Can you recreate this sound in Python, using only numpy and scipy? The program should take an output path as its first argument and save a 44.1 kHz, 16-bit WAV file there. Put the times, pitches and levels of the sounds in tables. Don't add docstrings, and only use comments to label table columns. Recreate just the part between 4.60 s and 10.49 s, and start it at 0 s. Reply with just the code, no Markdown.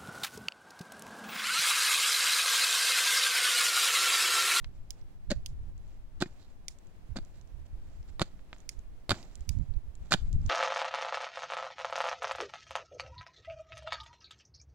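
import sys
import numpy as np
from scipy import signal
from scipy.fft import rfft, irfft
from scipy.io import wavfile
from scipy.ndimage import uniform_filter1d

SR = 44100
rng = np.random.default_rng(int(sys.argv[2]) if len(sys.argv) > 2 else 0)


def inscribe(sig):
    pcm = np.round(np.clip(np.atleast_2d(sig).T, -1, 1) * 32767)
    wavfile.write(sys.argv[1], SR, pcm.astype(np.int16))


N = 259881
TIME = np.arange(N) / SR
FREQ = np.linspace(0, SR / 2, 4097)

# frequency in Hz, level in dB per Hz.
HUSH_COLOUR = [(88, -28.5), (150, -2), (226, -7.5), (354, -9), (391, -13.5), (484, -15), (689, -16),
               (1260, -24.5), (1900, -27), (2870, -30.5), (3100, -31.5), (7320, -38), (8560, -39.5),
               (16000, -44.5)]
# time in seconds, level in dB.
HUSH_LEVEL = [(0, -61.5), (1.4, -61.5), (3.3, -60.5), (5.89, -61)]
HUSH_WAVER_DB = 0.7
# time in seconds, left level in dB, right level in dB.
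BREEZE_LEVEL = [(0.0, -41, -40), (0.45, -43.5, -45), (0.6, -45.5, -45), (0.9, -42, -39.5),
                (1.2, -40.5, -44.5), (1.45, -46.5, -48.5), (2.398, -50.5, -51), (2.7, -45, -49),
                (2.849, -53, -49.5), (3.2, -45, -40), (3.6, -42.5, -44.5), (3.9, -50.5, -50),
                (4.3, -48, -47.5), (4.7, -50, -49), (5.0, -54, -33.5), (5.35, -48.5, -45),
                (5.6, -31.5, -34), (5.89, -31.5, -35.5)]
# frequency in Hz, level in dB per Hz.
BREEZE_COLOUR = [(12, 9.5), (30, 4), (60, -3.5), (110, -9), (180, -21.5), (300, -32.5), (700, -60),
                 (4000, -110)]
# middle in seconds, length in seconds, level in dB, flutter in Hz,
# left minus right in dB.
GUSTS = [(0.695, 0.062, -28, 55.4, -29), (0.774, 0.0685, -28, 60.4, -26), (0.93, 0.19, -36.5, 53.5, 10),
         (1.059, 0.27, -38.5, 54, -6), (2.514, 0.071, -31, 60.6, -24), (2.62, 0.072, -35.5, 34.3, 0.5),
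         (2.986, 0.26, -39.5, 55.4, -12), (3.135, 0.11, -33.5, 42, -20), (3.28, 0.069, -42.5, 44, 0),
         (3.404, 0.082, -36, 49, 18), (3.499, 0.076, -39.5, 43, -11), (4.188, 0.054, -33, 33.8, -27),
         (4.809, 0.085, -32.5, 45.5, -9), (4.898, 0.079, -24.5, 71, -19), (4.992, 0.13, -24, 86.6, -24),
         (5.108, 0.0686, -29.5, 54.3, -22), (5.161, 0.091, -23, 44, -27), (5.279, 0.1, -34.5, 55.3, -15),
         (5.419, 0.032, -31.5, 56.5, 17), (5.636, 0.12, -29, 52, 8.5), (5.752, 0.064, -24.5, 75, -1),
         (5.808, 0.079, -26.5, 71.5, 6), (5.861, 0.07, -25, 84, -12)]
# multiple of its flutter rate, level in dB per Hz.
GUST_COLOUR = [(0.2, -5.5), (0.6, -1.5), (1, 0.5), (1.7, -5.5), (3, -22.5), (7, -61), (30, -100)]

# start in seconds, level in dB, chatter decay in seconds
# (before the chatter is shortened), lowest pitch in Hz, stony body in dB (before a small offset),
# highest treble in dB.
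CLICKS = [(0.3064, -16, 0.018, 2620, 8, -0.5), (0.8614, -12.5, 0.024, 2930, 8, -3),
          (2.0827, -7.5, 0.016, 1860, 1.5, -11), (4.0920, -9, 0.027, 1780, -2, -10),
          (4.892, -9, 0.019, 2120, 4, -6)]
# frequency in Hz, level in dB per Hz.
CLICK_COLOUR = [(1400, -11.5), (2200, -6.5), (3300, -9), (3850, -3), (4600, -4), (5400, -0.5), (7100, 2.5),
                (8300, -5), (9500, 0), (10800, -10.5), (15300, -8.5), (16500, -15)]

# start in seconds, level in dB, pitch in Hz.
FAINT_TICKS = [(0.414, -40, 5160), (1.179, -39, 7240), (2.1872, -34, 7500), (2.271, -40.5, 7300),
               (2.650, -35.5, 7000), (2.813, -36.5, 6300), (2.875, -40, 6950), (3.429, -39, 5600),
               (3.984, -38, 6800), (4.004, -35, 7100), (4.192, -34, 7200), (4.629, -28.5, 5240),
               (4.7552, -22, 7070), (4.808, -32, 6800), (4.9882, -38.5, 6840), (5.139, -39.5, 4200),
               (5.3536, -32.5, 7200), (5.6538, -40, 4800), (5.7293, -24.5, 7100), (5.816, -40, 5370),
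               (5.863, -24.5, 6500), (5.875, -36, 7000), (5.8845, -33, 3970)]
# multiple of its pitch, level in dB per Hz.
TICK_COLOUR = [(0.06, -36), (0.25, -37), (0.45, -9), (0.7, -8.5), (1, 2.5), (1.25, -12.5), (1.6, -24),
               (2.3, -29)]
# start in seconds, level in dB, treble in dB.
CLODS = [(0.0450, -34.5, 17.5), (3.7932, -35, -32), (3.93, -15, -28), (3.964, -35.5, -2), (4.544, -21, -10),
         (4.553, -33, 2)]
# frequency in Hz, level in dB per Hz.
CLOD_COLOUR = [(200, 2), (600, 10), (1300, 12.5), (2400, 10.5), (4200, 10), (7000, -5.5), (10000, -24),
               (16000, -46)]

# middle in seconds, length in seconds, level in dB.
SHUFFLES = [(0.16, 0.063, -70), (0.39, 0.053, -67), (1.3, 0.21, -68.5), (1.53, 0.14, -87), (2.3, 0.33, -74),
            (2.77, 0.13, -65.5), (3.06, 0.027, -63), (3.32, 0.33, -69), (3.49, 0.038, -60),
            (3.54, 0.06, -72), (4.0, 0.17, -66.5), (4.42, 0.12, -86), (4.84, 0.77, -67.5),
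            (5.46, 0.15, -65), (5.86, 0.11, -61)]
# frequency in Hz, level in dB per Hz.
SOIL_COLOUR = [(150, 8.5), (600, 5.5), (1600, -9), (2800, -11.5), (4400, -5), (5800, -8), (7500, -2.5),
               (11000, -48.5), (16000, -27)]
TRICKLE_S, TRICKLE_DB = 0.038, -45
SHOWER_AFTER_S, SHOWER_S, SHOWER_DB = 0.066, 0.039, -21.5
DRAW_OUT_AFTER_S, DRAW_OUT_S = 0.2, 0.27
SING_HZ, SING_WIDTH_HZ = 4030, 600

# first touch in seconds, deepest point in seconds, crunch in dB,
# crunch at the surface against full depth in dB, brightness in dB, thrown soil in dB,
# ground ring in Hz, ring in dB, scrape on the way out in dB, blade singing in that scrape in dB.
BLOWS = [(0.7022, 0.719, -27, -12, 0.5, -78, 554, -26, -100, -95),
         (1.604, 1.623, -30.5, -14, 1.5, -58, 357, -19.5, -65.5, -65),
         (2.557, 2.572, -39, -2, 0, -62.5, 273, -42, -70, -77),
         (3.603, 3.621, -30.5, -12, 3, -59, 326, -34.5, -76, -92),
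         (4.4928, 4.511, -28.5, -17.5, 3, -46, 710, -27, -75, -79),
         (5.5082, 5.538, -31.5, -7.5, 9, -53.5, 195, -14, -67, -77)]
# frequency in Hz, level in dB per Hz.
GRAVEL_COLOUR = [(60, -27.5), (200, 14.5), (340, -9.5), (450, -7), (600, 5.5), (1100, -13.5), (1550, -2.5),
                 (2500, -13.5), (4300, -3.5), (5500, -12.5), (7200, -7.5), (10500, -38), (16000, -42.5)]
# start in seconds, thud in dB, punch in dB, knock in dB,
# crack in dB, thud pitch in Hz, knock pitch in Hz.
STONES = [(0.7047, -31, -35, -56, -50, 294, 1300), (0.7077, -39, -43, -49, -21, 214, 1720),
          (0.7118, -41, -45, -55, -31, 140, 1700), (0.7148, -35, -33, -49, -27, 210, 1640),
          (0.7181, -27, -27, -42, -25, 215, 1690), (0.7224, -26.5, -33, -36, -37, 207, 1580),
          (1.607, -35, -57, -60, -32, 204, 1520), (1.617, -29, -24, -59, -42, 170, 1400),
          (1.621, -48, -36, -32, -20.5, 210, 1760), (1.6241, -22.5, -15, -19, -19, 214, 1482),
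          (1.6591, -35.5, -36, -42, -49, 190, 1800), (2.5574, -39, -48, -46, -57, 150, 1340),
          (2.561, -32.5, -28, -56, -57, 140, 1500), (2.5693, -32, -35.5, -35.5, -27.5, 159, 1445),
          (2.587, -35, -31.5, -47, -38.5, 200, 1430), (3.5958, -39, -26.5, -27, -21, 171, 1104),
          (3.6107, -51, -24, -36, -37, 166, 1310), (3.617, -20.5, -10.5, -28, -13.5, 154, 1195),
          (3.6224, -45, -27, -28.5, -23.5, 157, 1380), (4.4942, -27, -17.5, -46, -14.5, 146, 1220),
          (4.507, -23.5, -24, -19.5, -11, 154, 1237), (4.5103, -26.5, -26, -23, -18.5, 166, 1080),
          (4.5168, -21.5, -11.5, -18, -16, 132, 1430), (4.527, -26, -27, -39, -43.5, 125, 1510),
          (5.521, -32, -23.5, -11, -10, 188, 1464), (5.5277, -51, -40, -39, -13, 190, 1380),
          (5.5385, -17.5, -12.5, -18, -8.5, 187, 1450), (5.5451, -26.5, -15, -23, -39, 193, 1470)]
# frequency in Hz (thud and knock modes are
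# shifted together to the contact's pitch), level in dB (within its group), 60 dB decay in seconds.
THUD_MODES = [(77.6, -14, 0.03), (191.8, 5, 0.014), (333, -4, 0.026)]
KNOCK_MODES = [(530, 5.5, 0.0047), (763, -4.5, 0.01), (956, -9.5, 0.018), (1391, 6.5, 0.01),
               (1870, -1.5, 0.0071), (2290, -7, 0.033)]
CRACK_MODES = [(3070, -7, 0.0088), (3630, -2, 0.0087), (4490, 1.5, 0.0071), (5020, -1.5, 0.0037),
               (7570, -12, 0.006), (9900, -33.5, 0.0018), (12240, -23, 0.0034)]
PEBBLE_THUD_DB, PEBBLE_PUNCH_DB, PEBBLE_KNOCK_DB, PEBBLE_CRACK_DB = -5, -32, -8.5, -17.5
PEBBLE_SPREAD_DB = 5.5
PEBBLE_THUD_HZ, PEBBLE_KNOCK_HZ = 190, 1310
PUNCH_S = 0.00026
CHIP_DB, CHIP_T60_S = -1, 0.026
# frequency in Hz, level in dB per Hz.
CHIP_COLOUR = [(500, -26), (1800, -1.5), (2900, -2), (5800, -7.5), (9300, -1.5), (11000, -11.5),
               (16000, -36.5)]

# frequency in Hz, level in dB.
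GROUND_DIP = [(370, 0), (450, -8), (540, 0)]
# frequency in Hz, left level in dB.
LEFT_SHADE = [(200, -0.5), (700, -1), (1300, -3), (2400, -3), (4400, -12), (8000, -24), (12000, -11.5),
              (15000, -9)]
WORK_LAG_S, CLICK_LAG_S = 2.3e-5, 3.2e-4
CUTOFF_HZ = 16300


def from_db(db):
    return 10 ** (np.asarray(db) / 20)


def rms_one(x):
    return x / np.sqrt(np.mean(x ** 2) + 1e-20)


def over_freq(points):
    hz, value = np.transpose(points)
    return np.interp(np.log(FREQ + 1), np.log(hz), value)


def colour(x, points, keep_power=True):
    gain = from_db(over_freq(points))
    cepstrum = irfft(np.log(rms_one(gain) if keep_power else gain))
    cepstrum[1:len(FREQ) - 1] *= 2
    cepstrum[len(FREQ):] = 0
    response = irfft(np.exp(rfft(cepstrum)))
    return signal.oaconvolve(x, response)[:N]


def pass_band(x, order, hz, kind="low"):
    return signal.sosfilt(signal.butter(order, hz, kind, fs=SR, output="sos"), x)


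def resonate(x, hz, width_hz):
    return rms_one(signal.lfilter(*signal.iirpeak(hz, hz / width_hz, fs=SR), x + 1e-18))


def delayed(x, seconds):
    return np.interp(TIME - seconds, TIME, x, left=0)


def add(out, s, sound):
    room = out[round(s * SR):][:len(sound)]
    room += sound[:len(room)]


def wander(per_s):
    knots = rng.standard_normal(2000)
    return 1.2 * np.interp(TIME * per_s, np.arange(len(knots)), knots)


def grains(per_s, spread_db):
    sizes = rng.exponential(1, N)
    signs = np.sign(rng.random(N) - 0.5)
    born = rng.random(N) < per_s / SR
    out = np.zeros(N)
    out[born] = from_db(spread_db * np.minimum(sizes[born], 3)) * signs[born]
    return rms_one(out)


def snap(db, t60, grit):
    t = TIME[:SR // 30]
    burst = rng.standard_normal(len(t)) * from_db(-60 * t / t60)
    burst *= grit / np.linalg.norm(burst)
    burst[0] = 1
    return from_db(db) * burst / np.linalg.norm(burst)


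def strike(modes, db, push, pitch=1):
    t = TIME[:SR // 12]
    response = np.zeros(len(t))
    for k, (hz, level, t60) in enumerate(modes):
        sign = (-1) ** k
        response += sign * from_db(level - 60 * t / t60) * np.sin(2 * np.pi * hz * pitch * t)
    sound = signal.fftconvolve(push, response)
    return from_db(db) * sound / np.abs(sound).max()


def open_air(shared_hz=500, left_treble_db=-4, right_treble_db=2):
    common, *own = rng.standard_normal((3, N))
    sides = []
    for noise, treble_db in zip(own, (left_treble_db, right_treble_db)):
        mixed = noise + pass_band(0.49 * common - 0.74 * noise, 1, shared_hz)
        tilt = [(2000, 0.023), (7500, treble_db), (15000, 0)]
        sides.append(colour(colour(mixed, HUSH_COLOUR), tilt, False))
    level_db = np.interp(TIME, *np.transpose(HUSH_LEVEL)) + HUSH_WAVER_DB * wander(per_s=22)
    return from_db(level_db) * np.array(sides)


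def wind(level_db, lumps_db=3):
    eddies = colour(rng.standard_normal(N), BREEZE_COLOUR)
    even = eddies / np.sqrt(uniform_filter1d(eddies ** 2, SR // 8))
    return from_db(level_db + lumps_db * wander(per_s=16)) * even


def gusts():
    out = np.zeros((2, N))
    for middle, length, db, flutter_hz, pan_db in GUSTS:
        swell = np.hanning(round(length * SR))
        gust_colour = [(k * flutter_hz, level) for k, level in GUST_COLOUR]
        for port, shelter_db in zip(out, (min(pan_db, 0), min(-pan_db, 0))):
            eddies = colour(rng.standard_normal(SR // 2), gust_colour)
            eddies = eddies[SR // 8:][:len(swell)]
            gust = rms_one(swell * eddies) * np.sqrt(np.mean(swell ** 2))
            add(port, middle - length / 2, from_db(db + shelter_db) * gust)
    return out


def near_clicks(rattle_db=-7, bounce=0.3):
    direct, spread = np.zeros((2, N))
    for s, db, t60, lowest_hz, body_db, top_db in CLICKS:
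        click = snap(db, t60=0.0016, grit=1.0) + snap(db + rattle_db, t60=0.84 * t60, grit=2.5)
        stony = [(2400, 0.69), (3300, body_db + 1.0), (4000, -2.55), (4600, body_db / 2),
                 (6500, 1), (9000, -0.26), (12000, top_db)]
        click = colour(pass_band(click, 4, lowest_hz, "high"), stony, False)
        add(direct, s, click)
        add(direct, s + rng.uniform(0.0004, 0.001), bounce * click)
        add(spread, s, pass_band(snap(db, t60=t60, grit=0), 4, lowest_hz, "high"))
    return colour(direct, CLICK_COLOUR), colour(spread, CLICK_COLOUR)


def ticks_and_clods():
    ticks, clods = np.zeros((2, N))
    for s, db, hz in FAINT_TICKS:
        tick_colour = [(k * hz, level) for k, level in TICK_COLOUR]
        add(ticks, s, colour(snap(db, t60=0.011, grit=0.5), tick_colour))
    for s, db, treble_db in CLODS:
        knock = snap(db, t60=0.035, grit=0.21)
        body = pass_band(knock, 1, 2500)
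        add(clods, s, body + from_db(treble_db) * (knock - body))
    return ticks + colour(clods, CLOD_COLOUR)


def loose_soil(settle_t60=0.61, clump_db=3, coarse_db=-6):
    power, t = np.zeros(N), TIME[:SR // 2]
    rustles = list(SHUFFLES)
    for s, db, _ in CLODS:
        rustles.append((s + TRICKLE_S / 2, TRICKLE_S, db + TRICKLE_DB))
    for _, deepest, _, _, _, soil_db, _, _, scrape_db, _ in BLOWS:
        add(power, deepest, from_db(soil_db - 60 * t / settle_t60) ** 2)
        rustles.append((deepest + SHOWER_AFTER_S, SHOWER_S, soil_db + SHOWER_DB))
        rustles.append((deepest + DRAW_OUT_AFTER_S, DRAW_OUT_S, scrape_db))
    for middle, length, db in rustles:
        swell = np.hanning(round(length * SR))
        add(power, max(middle - length / 2, 0), from_db(db) ** 2 * swell)
    clumped = grains(per_s=1500, spread_db=3.5) * from_db(clump_db * wander(per_s=74))
    fine = colour(rms_one(clumped), SOIL_COLOUR)
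    coarse = sum(resonate(grains(per_s=90, spread_db=3.5), hz, hz / 5)
                 for hz in np.geomspace(1300, 7500, 9))
    return np.sqrt(power) * rms_one(fine + from_db(coarse_db) * rms_one(coarse))


def singing_blade(length_s=0.13):
    rub = np.zeros(N)
    for _, deepest, *_, sing_db in BLOWS:
        start = deepest + DRAW_OUT_AFTER_S - length_s / 2
        add(rub, start, from_db(sing_db) * np.hanning(round(length_s * SR)))
    return rub * resonate(grains(per_s=900, spread_db=4), SING_HZ, SING_WIDTH_HZ)


def digging(stop_t60=0.042, slip_db=6, crumble_db=-17, crumble_t60=0.11):
    slipping = grains(per_s=2200, spread_db=5) * from_db(slip_db * wander(per_s=400))
    gravel = colour(slipping, GRAVEL_COLOUR)
    gravel = gravel / np.sqrt(uniform_filter1d(gravel ** 2, SR // 30) + 1e-9)
    treble = pass_band(gravel, 1, 2500, "high")
    out = np.zeros(N)
    for touch, deepest, crunch_db, surface_db, bright_db, _, ring_hz, ring_db, *_ in BLOWS:
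        start = round(touch * SR)
        span = slice(start, start + SR // 8)
        after = np.maximum(TIME[span] - deepest, 0)
        release_db = np.maximum(-60 * after / stop_t60, crumble_db - 60 * after / crumble_t60)
        depth_db = np.interp(TIME[span], [touch, deepest], [surface_db, 0])
        force = from_db(crunch_db + depth_db + release_db)
        add(out, touch, force * (gravel[span] + (from_db(bright_db) - 1) * treble[span]))
        add(out, deepest, strike([(ring_hz, 0, 0.035)], ring_db, push=[1]))
    return out


def chip(db):
    return colour(snap(db, t60=CHIP_T60_S, grit=1.4), CHIP_COLOUR)[:SR // 12]


def contact(thud_db, punch_db, knock_db, crack_db, thud_hz, knock_hz):
    firm, gritty = snap(0, t60=0.008, grit=0.4), snap(0, t60=0.006, grit=1)
    rings = strike(CRACK_MODES, crack_db, gritty)
    for modes, db, hz in (THUD_MODES, thud_db, thud_hz), (KNOCK_MODES, knock_db, knock_hz):
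        strongest_hz = max(modes, key=lambda mode: mode[1])[0]
        add(rings, 0, strike(modes, db, firm, pitch=hz / strongest_hz))
    add(rings, 0, chip(crack_db + CHIP_DB))
    age = TIME[:len(rings)] / PUNCH_S
    punch = pass_band(age * np.exp(1 - age), 1, 120, "high")
    return rings - from_db(punch_db) * punch


def pick_contacts(count=4):
    out = np.zeros(N)
    for s, *stone in STONES:
        add(out, s, contact(*stone))
    for touch, deepest, crunch_db, surface_db, *_ in BLOWS:
        for depth in (np.arange(count) + rng.random(count)) / count:
            pitch = rng.uniform(0.75, 1.3)
            pebble = contact(PEBBLE_THUD_DB, PEBBLE_PUNCH_DB, PEBBLE_KNOCK_DB, PEBBLE_CRACK_DB,
                             PEBBLE_THUD_HZ * pitch, PEBBLE_KNOCK_HZ * pitch)
            db = crunch_db + surface_db * (1 - depth) + PEBBLE_SPREAD_DB * rng.standard_normal()
            add(out, touch + (deepest - touch) * depth, from_db(db) * pebble)
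    return out


def scatter(x, first_s, t60, left_db, right_db):
    t = TIME[:round((first_s + t60) * SR)]
    late = np.maximum(t - first_s, 0)
    envelope = from_db(-60 * late / t60) * (1 - np.exp(-late / 0.0069))
    response = rng.standard_normal((2, SR))[:, :len(t)] * envelope
    response *= from_db([[left_db], [right_db]]) / np.linalg.norm(response, axis=1, keepdims=True)
    return np.array([signal.oaconvolve(x, side)[:N] for side in response])


def detour(x):
    treble = pass_band(x, 1, 1300, "high")
    spot = np.pi * wander(per_s=40)
    near = sum(scatter(treble * share, 0.0012, 0.0094, left_db=-3, right_db=-16.5)
               for share in (np.cos(spot), np.sin(spot)))
    return near + scatter(treble, 0.0022, 0.06, left_db=-16.5, right_db=-22)


def scene():
    times, *ports = np.transpose(BREEZE_LEVEL)
    breeze = np.array([wind(np.interp(TIME, times, port_db)) for port_db in ports])
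    background = open_air() + breeze + gusts()
    clicks, spread = near_clicks()
    work = ticks_and_clods() + loose_soil() + singing_blade() + digging() + pick_contacts()
    work = colour(work, GROUND_DIP, False)
    right = work + clicks
    detours = detour(right)
    left = delayed(work, WORK_LAG_S) + delayed(clicks, CLICK_LAG_S) + detours[0]
    left = colour(left, LEFT_SHADE, False)
    dulled = pass_band(spread, 2, 8500)
    echoes = scatter(work, 0.032, 0.15, left_db=-42.5, right_db=-31)
    echoes += scatter(dulled, 0.016, 0.15, left_db=-35, right_db=-18.5)
    return np.array([left, right + detours[1]]) + echoes + background


def record(dry):
    lowpass = signal.ellip(10, 0.2, 70, CUTOFF_HZ, fs=SR, output="sos")
    return signal.sosfilt(lowpass, dry, axis=-1)


dry = scene()
out = record(dry)
inscribe(out)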